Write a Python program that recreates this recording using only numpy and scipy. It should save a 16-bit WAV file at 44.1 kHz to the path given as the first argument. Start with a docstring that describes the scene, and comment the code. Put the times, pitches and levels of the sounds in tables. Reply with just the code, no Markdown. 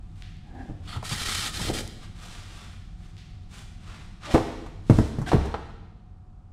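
"""A bare, echoing room with a low rumble and a faint hum, heard through one close microphone.
A polystyrene foam tray is gripped, dragged up out of a cardboard box, carried aside and put down.
Dragging is grainy slip noise through foam and cardboard resonances; light slides are soft swishes.
Knocks are decaying tray modes with rattle, crack and a push of air; single beads snap as short ticks."""
import sys
import numpy as np
from scipy import signal
from scipy.fft import rfft, irfft
from scipy.io import wavfile

SR = 44100
rng = np.random.default_rng(int(sys.argv[2]) if len(sys.argv) > 2 else 0)


def digitize_waveform(pressure):
    """Quantize a signal to 16-bit integers and store it at the path in sys.argv[1].

    Rows of a 2-D input are taken as channels; values are limited to [-1, 1].
    """
    field = np.atleast_2d(pressure).T
    bounded = np.clip(field, -1, 1)
    quanta = np.round(bounded * 32767).astype(np.int16)
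    wavfile.write(sys.argv[1], SR, quanta)


N = 287697
TIME = np.arange(N) / SR


def amp(db):
    """Decibels to gain."""
    return 10 ** (np.asarray(db) / 20)


def unit(x):
    """Scales to rms 1."""
    return x / np.sqrt(np.mean(x ** 2) + 1e-20)


def read(points, hz):
    """Joins (frequency, value) points on a log-frequency axis."""
    f, value = np.transpose(points)
    return np.interp(np.log(hz + 1), np.log(f + 1), value)


def add(mix, s, sound):
    """Mixes a sound in at time s, cut off at the end of the mix."""
    part = mix[round(s * SR):][:len(sound)]
    part += sound[:len(part)]


def colour(x, points):
    """Filters x with an equaliser curve, at rms 1."""
    gain = amp(read(points, np.fft.rfftfreq(len(x), 1 / SR)))
    return unit(irfft(rfft(x) * gain, len(x)))


def ring(x, modes):
    """Passes x through parallel resonances, each filtered twice for steepness, at rms 1."""
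    out = np.zeros(len(x))
    for hz, width, db in modes:
        peak = np.concatenate(signal.iirpeak(hz, hz / width, SR))
        out += amp(db) * signal.sosfilt([peak] * 2, x)
    return unit(out)


def glide(x, hz, width):
    """A twofold resonance that follows the frequency curve hz, at rms 1."""
    turn = np.exp(2j * np.pi * np.cumsum(hz) / SR)
    r = np.exp(-np.pi * width / SR)
    return unit((turn * signal.lfilter([1], np.poly([r, r]), x / turn)).real)


def wander(per_s):
    """Random drift of rms 1, joining per_s random points a second with straight lines."""
    knots = np.arange(0, N + SR, SR / per_s)
    return unit(np.interp(np.arange(N), knots, rng.standard_normal(len(knots))))


def swell(s, db, rise_s, fall_s):
    """A gain that grows to its peak at time s and dies away."""
    return amp(db) * np.exp(-np.maximum((s - TIME) / rise_s, (TIME - s) / fall_s))


def grains(per_s, spread_db):
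    """Tiny slips of uneven size at random moments."""
    slips = rng.standard_normal(N) * (rng.random(N) < per_s / SR)
    return slips * amp(spread_db * np.minimum(rng.exponential(1, N), 4))


# Blows of the tray on the box and floor, also stirring the rumble: (time [s], rattle level [dB],
# centre of the blow's spectrum [Hz], ringing relative to the rattle [dB], crack level [dB]);
# rattle and crack levels hold at onset, and all ringing is played a further 2.5 dB down
BLOWS = [(0.697, -34.5, 170, 6.5, -69), (0.961, -30.5, 103, 2, -41), (1.027, -35.5, 770, 3, -40),
         (1.113, -29, 140, 5, -39), (1.215, -33, 125, -8, -51), (1.595, -29.5, 80, -4, -35),
         (1.682, -28.5, 220, -3, -48), (1.698, -25.5, 367, 6, -59), (4.340, -16.5, 120, -8, -29.5),
         (4.344, -12, 331, 5, -41.5), (4.346, -16.5, 690, 2, -47), (4.356, -15, 440, 4.5, -36),
         (4.376, -28.5, 850, -2, -34.5), (4.662, -41, 1113, 1, -48), (4.898, -10.5, 187, 7.5, -32),
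         (4.985, -16.5, 232, 10, -31.5), (5.186, -22.5, 120, -4.5, -43), (5.215, -29, 131, 0, -39.5),
         (5.316, -18.5, 764, 0, -36), (5.331, -13, 334, 4.5, -41), (5.336, -11.5, 118, 6, -50),
         (5.455, -31, 298, -1, -40.5), (5.541, -22.5, 704, -7.5, -58)]
RUMBLE_DB, SETTLE_S, SETTLE_DB = -42, 5.61, -4  # the rumble sinks once the handling stops
SHAKE_DB, SHAKE_S, SHAKE_BELOW_HZ = -11.5, 0.085, 250  # relative to the rattle; decay time; which blows
LIFT_S, LIFT_DB, LIFT_RISE_S, LIFT_FALL_S = 1.65, -39, 1.3, 0.38  # the box rumbles more during the lift


def rumble_level():
    """Steady while the tray is handled, stirred by the lift and each low blow, quieter at rest."""
    steady = amp(RUMBLE_DB + SETTLE_DB * np.clip((TIME - SETTLE_S) / 0.38, 0, 1))
    shakes = [swell(s, db + SHAKE_DB, 0.0027, SHAKE_S) for s, db, hz, *_ in BLOWS if hz < SHAKE_BELOW_HZ]
    shakes.append(swell(LIFT_S, LIFT_DB, LIFT_RISE_S, LIFT_FALL_S))
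    return np.sqrt(steady ** 2 + sum(shake ** 2 for shake in shakes))


# Spectrum of the low rumble: (frequency [Hz], relative level [dB per Hz])
RUMBLE_SPECTRUM = [(8.8, -27), (15, -6.5), (42, 0.5), (70, -8), (97, 0.5), (109, -7), (123, -13.5),
                   (162, -9), (227, -18.5), (275, -26.5), (330, -26.5), (430, -39), (730, -120)]
# Spectrum of the still air: (frequency [Hz], relative level [dB per Hz])
AIR_SPECTRUM = [(100, -23.5), (280, -4), (500, -3), (850, -5), (1230, -4), (1900, -17.5), (4000, -22),
                (8500, -28.5), (11000, -38), (15000, -51)]
AIR_DB, HUM_DB, HISS_DB = -68.5, -71, -73


def background():
    """Low rumble, still air and a faint, slightly wavering hum in its own narrow hiss."""
    rumble = colour(rng.standard_normal(N), RUMBLE_SPECTRUM)
    rumble *= rumble_level() * amp(0.27 * wander(per_s=12))
    air = amp(AIR_DB) * colour(rng.standard_normal(N), AIR_SPECTRUM)
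    hum_hz = 729 + wander(per_s=20)
    hum = amp(HUM_DB) * unit(np.sin(2 * np.pi * np.cumsum(hum_hz) / SR))
    hiss = amp(HISS_DB) * ring(rng.standard_normal(N), [(766, 100, 0)])
    return rumble + air + hum + hiss


# Reverberation of the bare room: (frequency [Hz], time to fall 60 dB [s])
ROOM_DECAY = [(60, 0.41), (200, 1.25), (600, 0.81), (2000, 1.124), (4000, 1.16), (8000, 0.9), (15000, 0.68)]


def room(x):
    """Diffuse echo of bare walls: a noise tail whose bands die at their own speeds."""
    hz, t, z = signal.stft(rng.standard_normal(2 * SR), SR, nperseg=256)
    decay = amp(-60 * t / read(ROOM_DECAY, hz)[:, None])
    tail = signal.istft(z * decay, SR, nperseg=256)[1]
    tail *= np.minimum(np.arange(len(tail)) / SR / 0.014, 1)  # the echo builds up over 14 ms
    return signal.fftconvolve(x, tail / np.linalg.norm(tail))[:N]


# Beads snapping: (time [s], tick level, played 9 dB down [dB], centre frequency [Hz],
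# level sent to the room relative to the tick [dB])
BEAD_SNAPS = [(0.223, -20, 3200, 1.5), (.369, -42, 7600, -12), (1.836, -30, 7400, -28),
              (1.877, -16, 7100, -33), (3.168, -30.5, 3700, 11.5)]


def snaps():
    """Single beads let go with a tick of band-limited click, some near, some mostly heard as echo."""
    near, far = np.zeros(N), np.zeros(N)
    for s, db, hz, room_db in BEAD_SNAPS:
        band = signal.butter(2, [hz * 0.46, min(hz * 1.31, SR / 2.5)], "bandpass", fs=SR)
        tick = signal.lfilter(*band, signal.unit_impulse(256))
        tick *= amp(db - 9.0) / abs(tick).max()
        add(near, s, tick)
        add(far, s, tick * amp(room_db))
    return near + room(far)


# Spectrum of the soft swish: (frequency [Hz], relative level [dB per Hz])
SWISH_SPECTRUM = [(180, -47), (300, 0), (559, -4.5), (714, 0.5), (884, -3), (1170, 2), (1910, -2),
                  (2400, -1.5), (3550, -2), (6400, -9.5), (8600, -11), (15000, -32.5)]
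# Light slides while the tray is handled, carried and lowered:
# (time [s], length [s], peak level before treble tilt [dB], treble tilt [dB])
LIGHT_SLIDES = [(0.143, 0.11, -65, 4), (0.527, 0.22, -66.5, -4), (0.812, .19, -51, -3),
                (1.987, 0.094, -51, -3.5), (2.13, 0.32, -50, 3), (2.317, 0.5, -52, 0.5),
                (2.967, 0.16, -61.5, 0), (3.123, 0.12, -68, 0), (3.484, 0.18, -52.5, 4.5),
                (3.793, 0.31, -50, -7), (4.203, 0.15, -40.5, -12), (4.298, 0.084, -38, 3),
                (4.839, 0.29, -52.5, 8.5), (5.246, 0.11, -41.5, -1.5), (5.371, 0.17, -50.5, -12)]
SWISH_PEAK, SWISH_ARCH = 0.45, 1.38  # share of a slide spent speeding up; sharpness of its arch
HOLD_DB, HOLD_END_S = -70, 5.4  # faint creep of the foam for as long as it is held


def slide():
    """Under light pressure the slips are fine and even: a soft swish, tinted by the tray's hollows."""
    slips = grains(per_s=14000, spread_db=0.0) * amp(1.5 * wander(per_s=93))
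    hollows = ring(slips, [(1167, 113, -2), (2360, 230, 0), (3510, 180, -1.8)])
    swish = colour(slips, SWISH_SPECTRUM) + amp(-27.5) * hollows
    treble = signal.lfilter(*signal.butter(1, 5000, "highpass", fs=SR), swish)
    out = amp(HOLD_DB) * swish * np.clip((HOLD_END_S - TIME) / 0.12, 0, 1)
    for s, length, db, tilt_db in LIGHT_SLIDES:  # each speeds up and slows down in one arch
        span = slice(round(s * SR), round((s + length) * SR))
        progress = np.interp(TIME[span], [s, s + SWISH_PEAK * length, s + length], [0, 0.5, 1])
        speed = np.sin(np.pi * progress) ** SWISH_ARCH
        tilted = swish[span] + (amp(tilt_db) - 1) * treble[span]
        add(out, s, amp(db) * speed * tilted)
    return out


# Short chattering rubs: (time [s], length [s], slip rate [per s], cardboard level [dB],
# foam level [dB], squeak level [dB], squeak frequency [Hz])
CHATTERS = [(0.412, 0.4, 167, -51.5, -87, -66, 1640), (0.521, 0.16, 170, -46, -78, -68, 1700),
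            (0.585, 0.043, 150, -48, -71.5, -53.5, 1650), (0.861, 0.11, 460, -53.5, -44.5, -51.5, 4350),
            (0.916, 0.073, 270, -47, -46, -45.5, 1320), (4.254, 0.15, 540, -40, -54.5, -40, 610),
            (5.257, 0.048, 380, -36, -43, -41, 1590)]
# Cardboard resonances: (frequency [Hz], width of each filter pass [Hz], relative level [dB])
CARDBOARD_MODES = [(264, 103, 11), (767, 127, 7.5), (1260, 130, -15), (1650, 540, -12.5), (2860, 490, -23),
                   (6020, 3800, -38)]
# Foam resonances: (frequency [Hz], width of each filter pass [Hz], relative level [dB])
FOAM_MODES = [(1370, 640, 9), (1850, 420, 4.5), (3240, 890, 9.5), (4180, 400, 5), (7400, 4000, -7)]


def rubs():
    """Uneven stick-slip pulses ring the cardboard wall and the foam; the contact itself squeaks."""
    out = np.zeros(N)
    for s, length, slips_hz, wall_db, foam_db, squeak_db, squeak_hz in CHATTERS:
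        size = round(length * SR)
        slip_rate = slips_hz * np.exp(0.35 * wander(per_s=180)[:size])
        turns = np.cumsum(slip_rate) / SR
        # noise that jumps up at each slip and sags until the next
        force = np.exp(-(turns % 1) / 0.76) * rng.standard_normal(SR)[:size]
        body = amp(wall_db) * ring(force, CARDBOARD_MODES) + amp(foam_db) * ring(force, FOAM_MODES)
        squeak = amp(squeak_db) * ring(force, [(squeak_hz, 120 + 0.036 * squeak_hz, 0)])
        add(out, s, (body + squeak) * signal.windows.tukey(size, 0.6))
    return out


def in_box(x):
    """Close cardboard walls smear each slip over a few milliseconds."""
    t = np.arange(512) / SR
    walls = rng.standard_normal(len(t)) * np.exp(-t / 0.0025)
    walls = irfft(np.exp(1j * np.angle(rfft(walls))))  # the same strength at every pitch
    return signal.oaconvolve(x, walls)[:N]


# Tugs that drag the foam up the cardboard: (time [s], length [s], friction force [dB])
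DRAG_TUGS = [(1.034, 0.051, -37), (1.086, 0.066, -31), (1.16, 0.074, -31), (1.243, 0.23, -29),
             (1.522, 0.073, -34.5), (1.592, 0.1, -32.5), (1.723, 0.073, -33)]
TUG_ATTACK_S, TUG_RELEASE_S = 0.02, 0.02


def tug_force():
    """Each tug takes hold quickly, keeps its force and lets go; overlapping tugs add in power."""
    power = np.zeros(N)
    for s, length, db in DRAG_TUGS:
        attack = np.clip((TIME - s) / TUG_ATTACK_S, 0, 1)
        release = np.exp(-np.maximum(TIME - s - length, 0) / TUG_RELEASE_S)
        power += (amp(db) * attack * release) ** 2
    return np.sqrt(power)


# Spectrum of the foam's rasp: (frequency [Hz], relative level [dB per Hz])
RASP_SPECTRUM = [(290, -34), (500, -24), (839, -1.5), (954, -5.5), (1330, 1), (1770, -2.5), (4020, 1.5),
                 (4380, -4.5), (4700, 0.5), (5200, -3), (8600, -10.5), (11500, -16), (15500, -42)]
# Foam resonances under drag: (frequency [Hz], width of each filter pass [Hz], relative level [dB])
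DRAG_SQUEAKS = [(1339, 33, -11.5), (1890, 200, -14), (3160, 230, -14), (4273, 220, -9.5),
                (8400, 730, -18.5)]
# The box wall bends under the hand, then as the tray comes free:
# (peak time [s], level [dB], rise time [s], fall time [s])
WALL_FLEXES = [(.56, -46, 0.034, 0.032), (.69, -43.5, .04, 0.082), (1.704, -29, 0.067, 0.073)]
FIZZ_DB, FIZZ_FOLLOWS = -31.5, 0.58  # bead fizz at 0 dB force, and its dB per dB of force
WALL_DB = -17  # wall grumble relative to the friction force


def drag():
    """Foam beads catch and slip in clumps along the wall, which flexes and grumbles."""
    catch = amp(1.1 * wander(per_s=200))
    slips = in_box(grains(per_s=12000, spread_db=1.3)) * catch
    rasp = colour(slips, RASP_SPECTRUM) * amp(-2.5)
    for hz, width, db in DRAG_SQUEAKS:  # the resonances come and go as the contact moves
        moving_hz = hz * np.exp(0.05 * wander(per_s=70))
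        squeak = glide(slips, moving_hz, width) * amp(3 * wander(per_s=110))
        rasp += amp(db - 6.5) * unit(squeak)
    fizz = colour(slips, [(2000, -43), (4000, -26), (8000, -3), (11000, -11.5), (15500, -18)])
    wall_slips = grains(per_s=630, spread_db=-1.0)
    wall = colour(wall_slips, [(100, 3.5), (240, 2), (750, -8.5), (1400, -39.5), (6000, -59)])
    force = tug_force()
    flex = amp(WALL_DB) * force + sum(swell(*row) for row in WALL_FLEXES)
    return rasp * force + fizz * amp(FIZZ_DB) * force ** FIZZ_FOLLOWS + wall * flex


# Modes of the hollow tray: (frequency [Hz], relative level [dB], time to fall 60 dB [s])
TRAY_MODES = [(68.3, -2.5, 0.74), (95.1, 0.5, 0.25), (122.6, 4.5, 0.17), (175, -2.5, 0.068),
              (216.6, 1.5, 0.13), (312.5, 1, 0.076), (422.6, -6.5, 0.19), (459, -5, 0.13), (668, -2, 0.11),
              (766, 2.5, 0.029), (939, -4, 0.1), (1206, -7.5, 0.013), (1405, -11.5, 0.04), (1620, -17, .04)]
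# Spectrum of crushed beads: (frequency [Hz], relative level [dB per Hz])
CRACK_SPECTRUM = [(300, -12.5), (1000, 12), (3200, -20), (5500, -8.5), (9000, -14), (12000, -19.5),
                  (15000, -43)]


def knock(db, centre_hz, rattle_db, crack_db, push_db):
    """A broad soft blow wakes the low modes, a corner the high ones; crushed beads add a crack."""
    t = np.arange(16384) / SR
    hz, mode_db, t60 = np.transpose(TRAY_MODES)
    weight = amp(mode_db - 4.4 * abs(np.log2(hz / centre_hz)) ** 2.0)
    # neighbouring modes swing opposite ways
    weight *= (-1) ** np.arange(len(hz)) / np.linalg.norm(weight)
    modes = weight @ (np.sin(2 * np.pi * hz[:, None] * t) * amp(-60 * t / t60[:, None]))
    rattle_curve = [(centre_hz / 5, -16), (centre_hz, 0), (centre_hz * 1.41, -9),
                    (centre_hz * 7, -32), (20000, -75)]
    rattle = colour(rng.standard_normal(len(t)), rattle_curve)
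    rattle_t60 = 0.13 * (200 / centre_hz) ** 0.5  # high rattles die sooner
    crack = colour(rng.standard_normal(len(t)), CRACK_SPECTRUM)
    noise = amp(rattle_db - 60 * t / rattle_t60) * rattle + amp(crack_db - 60 * t / 0.097) * crack
    push = np.sin(2 * np.pi * 62 * t) * np.exp(-t / 0.0047)  # the flat face shoves the air once
    onset = 1 - np.exp(-t / 0.00034)
    return amp(db - 2.5) * modes + (noise + amp(push_db) * push) * onset


# air shoved by a blow centred on 150 Hz, relative to its rattle; smaller, higher contacts shove less
PUSH_DB, PUSH_DB_PER_OCTAVE = 1.5, -7.5


def knocks():
    """The tray bumps the box, then lands and rocks on the floor."""
    out = np.zeros(N)
    for s, db, centre_hz, ring_db, crack_db in BLOWS:
        push_db = db + PUSH_DB + PUSH_DB_PER_OCTAVE * np.log2(centre_hz / 150)
        add(out, s, knock(db + ring_db, centre_hz, db, crack_db, push_db))
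    return out


def scene():
    """All sources in the room, the same in both channels."""
    friction, blows, swish = drag() + rubs(), knocks(), slide()
    # the room returns the treble of the blows more strongly than their boom
    boom = signal.lfilter(*signal.butter(1, 600, fs=SR), blows)
    blows_to_room = amp(-15.5) * boom + amp(-6) * (blows - boom)
    echo = room(amp(-11.5) * friction + blows_to_room + amp(-3.0) * swish)
    mono = friction + blows + swish + echo + snaps() + background()
    return np.array([mono, mono])


EDGE_HZ = 15700


def record(dry):
    """The recorder's band limit: a steep low-pass."""
    low_pass = signal.firwin(511, EDGE_HZ, window=("kaiser", 9), fs=SR)
    return signal.oaconvolve(dry, low_pass[None], "same")


dry = scene()
out = record(dry)
digitize_waveform(out)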